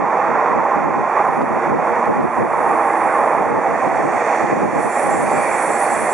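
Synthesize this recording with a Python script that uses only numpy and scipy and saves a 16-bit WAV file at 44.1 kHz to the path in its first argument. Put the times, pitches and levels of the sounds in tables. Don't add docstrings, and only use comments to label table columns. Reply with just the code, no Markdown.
import sys
import numpy as np
from scipy import signal
from scipy.fft import rfft, irfft
from scipy.io import wavfile
from scipy.ndimage import uniform_filter1d

SR = 44100
rng = np.random.default_rng(int(sys.argv[2]) if len(sys.argv) > 2 else 0)


def materialize(psi):
    bounded = np.clip(np.atleast_2d(psi).T, -1, 1)
    quanta = np.round(bounded * 32767).astype(np.int16)
    wavfile.write(sys.argv[1], SR, quanta)


N = 270333
TIME = np.arange(N) / SR
FREQ = np.maximum(np.arange(N // 2 + 1) * SR / N, 1)


# (frequency [Hz], spectral level [dB])
ROAR_SPECTRUM = [(180, -19), (300, -15), (353, -9.5), (410, -11.5), (464, -6), (510, -6.5), (705, -4),
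                 (813, -0.5), (920, -2), (1080, -2.5), (1210, -7.5), (1560, -10), (1870, -5.5),
                 (2380, -14.5), (2900, -30.5), (3770, -52), (6380, -120)]
def rolling(track_top_hz=720, rail_top_hz=1400, flutter_db=0.5):
    roar = colour(ROAR_SPECTRUM, skirt_db=16) * tunnel()
    low, middle = below(track_top_hz), below(rail_top_hz)
    track = from_db(exposed_level(-7, 5.56)) * noise(roar * np.sqrt(low))
    rails = from_db(-2.5) * noise(roar * np.sqrt(middle * (1 - low)))
    wheels = from_db(exposed_level(-14.34, 7.8)) * noise(roar * np.sqrt(1 - middle)) * pan(-1)
    return (track + rails + wheels) * from_db(roar_level() + flutter_db * drift(27))


# (time [s], level [dB])
ROAR_LEVELS = [(0, -16.5), (.22, -15), (.7, -15), (.9, -17.5), (1.2, -17), (2.0, -16.5), (2.3, -17.5),
               (2.65, -16), (3.2, -15), (3.55, -18), (4.1, -19.5), (4.35, -17.5), (4.65, -20.5),
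               (5.35, -19.5), (6.13, -20)]
# (time [s], level change [dB])
ROUGH_PATCHES = [(.69, -1), (1.19, 3.5), (1.66, 2), (1.941, 1.5), (2.41, 1.5), (3.84, 1), (4.36, -0.5),
                 (4.52, 1), (4.8, 3), (4.98, 1), (5.13, 1), (5.305, 2), (5.38, 1)]
def roar_level(half_length_s=0.043):
    level, = in_time(ROAR_LEVELS)
    return level + sum(db * np.exp(-((TIME - s) / half_length_s) ** 2) for s, db in ROUGH_PATCHES)


# (time [s], exposure [0-1])
WHEEL_EXPOSURE = [(0, 0.03), (2.4, 0.16), (3.4, 0.16), (3.9, 0.52), (4.35, 0.84), (4.7, 0.66), (5.05, 0.85),
                  (6.13, 0.88)]
def exposed_level(hidden_db, gained_db):
    exposure, = in_time(WHEEL_EXPOSURE)
    return hidden_db + gained_db * exposure


# (frequency [Hz], bandwidth [Hz], gain [dB])
TUNNEL_MODES = [(232, 35, 3.5), (350, 20, 1.5), (459, 22, 0.5), (600, 110, 1.5), (808, 42, 2),
                (860, 55, 1.5), (1166, 61, 2), (2443, 190, 3.5)]
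def tunnel():
    return echoes() * from_db(sum(db * resonance(hz, width) for hz, width, db in TUNNEL_MODES))


# (time [s], lower pitch [Hz], lower group level [dB], upper group level [dB])
MOTOR_WHINE = [(0, 815, -47, -52), (.65, 803, -33.5, -44), (1.2, 794, -37, -46), (2.3, 800, -35, -48),
               (2.7, 789, -28.5, -42), (3.4, 781, -32, -37), (3.9, 765, -28.5, -38), (4.6, 746, -33, -30.5),
               (5.4, 711.2, -34, -29.5), (6.13, 706, -32.5, -32)]
def motors(upper_ratio=1.117, gain_db=2.5):
    hz, lower_db, upper_db = in_time(MOTOR_WHINE)
    lower = from_db(lower_db) * whine(hz, spread=.012, fading_hz=15)
    upper = from_db(upper_db) * whine(hz * upper_ratio, spread=.014, fading_hz=20)
    return from_db(gain_db) * (lower + upper)


def whine(hz, spread, fading_hz, count=3):
    out = 0
    for offset in np.linspace(-1, 1, count):
        phase = 2 * np.pi * np.cumsum(hz * (1 + spread * offset)) / SR
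        out += drift(fading_hz) * np.sin(phase) + drift(fading_hz) * np.cos(phase)
    return evened(np.array([out, out]), window_s=0.37)


# (time [s], level [dB], pitch [Hz])
JOINT_IMPACTS = [(1.198, -12.5, 850), (1.265, -13, 850), (3.229, -12.5, 721.5), (3.258, -14, 720),
                 (3.304, -16, 720), (3.35, -14, 800), (3.421, -13, 720), (3.832, -14, 730),
                 (3.943, -13, 760), (4.967, -15, 721), (5.088, -12, 710), (5.315, -10.5, 593.5),
                 (5.339, -18, 602), (5.697, -14, 720)]
def knocks(width_hz=600, attack_s=0.0022, decay_s=0.013):
    track = np.sqrt(colour(ROAR_SPECTRUM, skirt_db=26))
    out = 0
    for s, db, hz in JOINT_IMPACTS:
        age = np.maximum(TIME - s, 0)
        blow = from_db(db) * np.minimum(age / attack_s, 1) * np.exp(-age / decay_s)
        out += blow * evened(noise(resonance(hz, width_hz) * track), window_s=0.014)
    return out


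# (frequency [Hz], spectral level [dB])
WIND_SPECTRUM = [(15, -70), (25, -49), (54, -39), (92, -15), (149, -5), (230, -1), (366, -2.5), (697, -8.5),
                 (798, -11.5), (900, -12), (1170, -27), (1980, -120)]
# (frequency [Hz], correlation [-1 to 1])
WIND_CORRELATION = [(60, -0.15), (150, -0.76), (500, -0.38)]
def wind(gain_db=3.5, lumps_db=2.5, lumps_hz=30):
    eddies = evened(noise(colour(WIND_SPECTRUM, skirt_db=16), WIND_CORRELATION), window_s=0.12)
    return airflow() * from_db(gain_db + lumps_db * drift(lumps_hz)) * eddies * pan(-1.86)


# (start [s], duration [s], level [dB])
AIR_GUSTS = [(0.0, 0.037, -24), (0.3, 0.072, -29.5), (0.524, 0.08, -26), (0.793, 0.098, -22),
             (0.958, 0.042, -25), (1.302, 0.061, -30), (1.404, 0.033, -19.5), (1.535, 0.024, -21.5),
             (1.708, 0.058, -19), (1.905, 0.069, -31), (2.089, 0.034, -21), (2.199, 0.042, -17.5),
             (2.402, 0.034, -19.5), (2.527, 0.068, -29), (2.683, 0.059, -29), (3.04, 0.051, -33),
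             (3.204, 0.031, -31), (3.37, 0.1, -29), (3.48, 0.11, -24.5), (3.676, 0.1, -29),
             (3.876, 0.024, -21.5), (4, 0.15, -25.5), (4.442, 0.042, -23.5), (4.528, 0.16, -20.5),
             (4.758, 0.034, -20.5), (4.827, 0.029, -25.5), (5.07, 0.18, -23.5), (5.336, 0.046, -22),
             (5.492, 0.065, -32.5), (5.705, 0.016, -29.5), (5.921, 0.12, -30)]
def airflow(draught_db=-40.5, attack_s=0.06, release_s=0.039):
    amplitude = from_db(draught_db)
    for start, length, db in AIR_GUSTS:
        attack = np.clip((TIME - start) / attack_s + 1, 0, 1)
        release = np.exp(-np.maximum(TIME - start - length, 0) / release_s)
        amplitude = np.hypot(amplitude, from_db(db) * attack * release)
    return amplitude


# (time [s], level [dB])
BRAKE_LEVELS = [(0.05, -64), (1.06, -63.5), (1.23, -60), (1.84, -59), (2.6, -53.5), (3.15, -50),
                (3.55, -58.5), (4.46, -56), (4.76, -51.5), (4.81, -41.5), (4.87, -43), (4.99, -39),
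                (5.49, -40.5), (5.66, -37.5), (5.78, -37.5), (5.88, -37.5), (6.1, -37.5)]
# (frequency [Hz], spectral level [dB])
SIZZLE_SPECTRUM = [(6500, -23.5), (7600, -7), (8300, -6), (9000, -2), (9600, 1), (10100, -4.5),
                   (10700, -17), (11400, -28)]
def brake_sizzle(walls, gain_db=4, grain_db=0.9):
    level, = in_time(BRAKE_LEVELS)
    envelope = from_db(level + gain_db + grain_db * drift(40))
    return envelope * noise(walls * colour(SIZZLE_SPECTRUM, skirt_db=50)) * pan(-1.6)


# (frequency [Hz], bandwidth [Hz], lag [turns], level [dB])
CHIRP_MODES = [(7330, 600, 0.0, 3.5), (7800, 600, 0.28, -3.5), (9300, 770, 0.42, 3), (10260, 450, 0.5, -7)]
def brake_chirps(cycles_per_turn=142.5, catch_s=4.895, peak_turns=.22, slip_turns=.04, rise_per_s=.045):
    motor_hz, *_ = in_time(MOTOR_WHINE)
    braking_db, = in_time(BRAKE_LEVELS)
    turns = np.cumsum(motor_hz) / SR / cycles_per_turn
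    turns -= np.interp(catch_s, TIME, turns)
    climb = rise_per_s * np.maximum(TIME - catch_s, 0)
    out = 0
    for hz, width_hz, lag, db in CHIRP_MODES:
        age = ((turns - lag + slip_turns * drift(8)) % 1) / peak_turns
        swell = (age * np.exp(1 - age)) ** 2
        mode = signal.hilbert(noise(resonance(hz, width_hz)))
        glide = np.exp(2j * np.pi * np.cumsum(hz * climb) / SR)
        out += from_db(db) * swell * np.real(mode * glide)
    level = braking_db + 0.27 * (braking_db - braking_db.max()) - 1
    roughness_db = drift(60)
    return out * from_db(level - roughness_db) * pan(-1.6)


# (time [s], pitch [Hz], bandwidth [Hz], duration [s], level [dB])
SCRAPE_MODES = [(1.35, 9800, 600, .25, -58), (2.88, 9650, 850, .65, -52.5), (4.15, 8550, 1200, .65, -51.5),
                (5.36, 4650, 350, .2, -50), (5.44, 2280, 260, .19, -31.5), (5.635, 9400, 600, .04, -36),
                (5.83, 9550, 600, .028, -35), (5.87, 4380, 800, .14, -47)]
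def brake_scrapes(gain_db=2, rough_db=2.5):
    out = 0
    for s, hz, width_hz, length, db in SCRAPE_MODES:
        out += from_db(db) * bell(s, length) * noise(resonance(hz, width_hz))
    return out * from_db(gain_db + rough_db * drift(60)) * pan(-2.2)


# (time [s], level [dB])
RING_LEVELS = [(0, -39), (.3, -28.5), (.7, -26), (.95, -31), (1.2, -34), (1.7, -40), (2.3, -25.5),
               (3.0, -27), (3.3, -35), (3.6, -35), (6.13, -31)]
def rail_ring(centre_hz=1040, width_hz=210):
    level, = in_time(RING_LEVELS)
    return from_db(level) * noise(resonance(centre_hz, width_hz) * echoes(strength=0.21))


# (time [s], pitch [Hz], duration [s], level [dB])
BOOM_MODES = [(.5, 472, 0.8, -34), (.65, 1050, 0.83, -27.5), (1.652, 356, 0.42, -35), (1.8, 232, 0.84, -38),
              (2.003, 476, 0.25, -29.5), (3.003, 326, 0.49, -34), (3.55, 475, 0.45, -30.5),
              (3.865, 673, 0.43, -26.5), (4.55, 335, 0.32, -31.5)]
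def tunnel_booms(width_hz=23):
    out = 0
    for s, hz, length, db in BOOM_MODES:
        out += from_db(db) * bell(s, length) * evened(noise(resonance(hz, width_hz)), window_s=0.59)
    return out


# (frequency [Hz], spectral level [dB])
TREAD_SPECTRUM = [(2800, 2), (3500, 3.5), (4400, 5), (5000, 1), (5700, 5), (6800, 6), (8200, -5.5),
                  (9500, -7.5), (11000, -21.5)]
def tread_hiss(walls, follows_roar=0.5):
    roar_db = roar_level()
    level = exposed_level(-51.5, 14.7) + follows_roar * (roar_db - roar_db.mean())
    return from_db(level) * noise(walls * colour(TREAD_SPECTRUM, skirt_db=20.5)) * pan(.3)


# (frequency [Hz], spectral level [dB])
RAIL_HISS_SPECTRUM = [(2800, -3), (3500, 2.5), (4500, -3), (5500, -2.5)]
def rail_hiss(share_db=-35):
    return from_db(roar_level() + share_db) * noise(colour(RAIL_HISS_SPECTRUM, skirt_db=35)) * pan(.3)


def echoes(strength=0.04, first_s=.012, last_s=.09, count=14):
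    delays = rng.uniform(first_s, last_s, (count, 1))
    return np.abs(1 + strength * np.exp(-2j * np.pi * FREQ * delays).sum(axis=0))


# (time [s], level [dB], time constant [s])
MICROPHONE_CRACKLES = [(1.42, -42, .005), (2.056, -44, .005), (2.206, -42, .004), (3.275, -32, .001),
                       (3.876, -41, .003), (3.889, -46, .003), (4.468, -38, .003)]
def crackles(top_hz=3800):
    bursts = sum(from_db(db) * np.exp(-np.abs(TIME - s) / tau) for s, db, tau in MICROPHONE_CRACKLES)
    return bursts * noise(below(top_hz, order=2))


def gain_control(x, threshold_db=-11.5, share=0.29, bass_db=18.5, window_s=0.0049, release_db_per_s=70):
    sensed = irfft(rfft(x) * (1 + from_db(bass_db) * below(200, order=2)), N)
    over_db = np.maximum(10 * np.log10(running_power(sensed, window_s) + 1e-12) - threshold_db, 0)
    release_db = release_db_per_s * TIME
    held_db = np.maximum.accumulate(over_db + release_db) - release_db
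    return x * from_db(-share * held_db)


# (frequency [Hz], correlation [-1 to 1])
TRAIN_CORRELATION = [(200, 0.83), (450, 1), (700, 1), (1000, 0.97), (2200, 0.9), (3300, 0.61), (5000, 0.57),
                     (7000, 0.38), (9500, -0.085)]
def noise(gain, correlation=TRAIN_CORRELATION):
    alike = np.clip(over_hz(correlation), -.99, .99)
    mid, side = rfft(rng.standard_normal((2, N))) * gain
    mid, side = np.sqrt(1 + alike) * mid, np.sqrt(1 - alike) * side
    return rms_one(irfft(np.array([mid + side, mid - side]), N))


def drift(rate_hz):
    return rms_one(irfft(rfft(rng.standard_normal(N)) * below(rate_hz, order=2), N))


def colour(points, skirt_db):
    octaves_outside = np.abs(np.log2(FREQ / np.clip(FREQ, points[0][0], points[-1][0])))
    return from_db(over_hz(points) - skirt_db * octaves_outside)


def resonance(hz, width_hz):
    return 1 / (1 + (2 * (FREQ - hz) / width_hz) ** 2)


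def below(hz, order=8):
    return 1 / (1 + (FREQ / hz) ** (2 * order))


def bell(centre_s, length_s):
    return np.exp(-2 * ((TIME - centre_s) / length_s) ** 2)


def evened(x, window_s):
    return x / np.sqrt(running_power(x, window_s) + 1e-6)


def running_power(x, window_s):
    return np.abs(uniform_filter1d(np.mean(x ** 2, axis=0), int(window_s * SR)))


def in_time(rows):
    s, *columns = np.transpose(rows)
    return [np.interp(TIME, s, column) for column in columns]


def over_hz(points):
    hz, value = np.transpose(points)
    return np.interp(np.log(FREQ), np.log(hz), value)


def pan(left_db):
    return from_db(np.array([[left_db], [-left_db]]) / 2)


def rms_one(x):
    return x / np.sqrt(np.mean(x ** 2) + 1e-20)


def from_db(db):
    return 10 ** (np.asarray(db) / 20)


def scene():
    train = (rolling() + rail_ring() + tunnel_booms() + knocks() + motors()) * pan(-4) + rail_hiss()
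    walls = echoes(strength=0.074)
    friction = tread_hiss(walls) + brake_sizzle(walls) + brake_chirps() + brake_scrapes()
    return train + friction + wind()


# (frequency [Hz], bandwidth [Hz])
PREAMP_NOTCHES = [(3010, 415), (4010, 1050), (5020, 730)]
def record(dry, cutoff_hz=11200):
    x = gain_control(dry)
    for hz, width_hz in PREAMP_NOTCHES:
        x = signal.lfilter(*signal.iirnotch(hz, hz / width_hz, fs=SR), x)
    low_pass = signal.ellip(10, .2, 90, cutoff_hz, fs=SR, output="sos")
    return signal.sosfilt(low_pass, x + crackles())


dry = scene()
out = record(dry)
materialize(out)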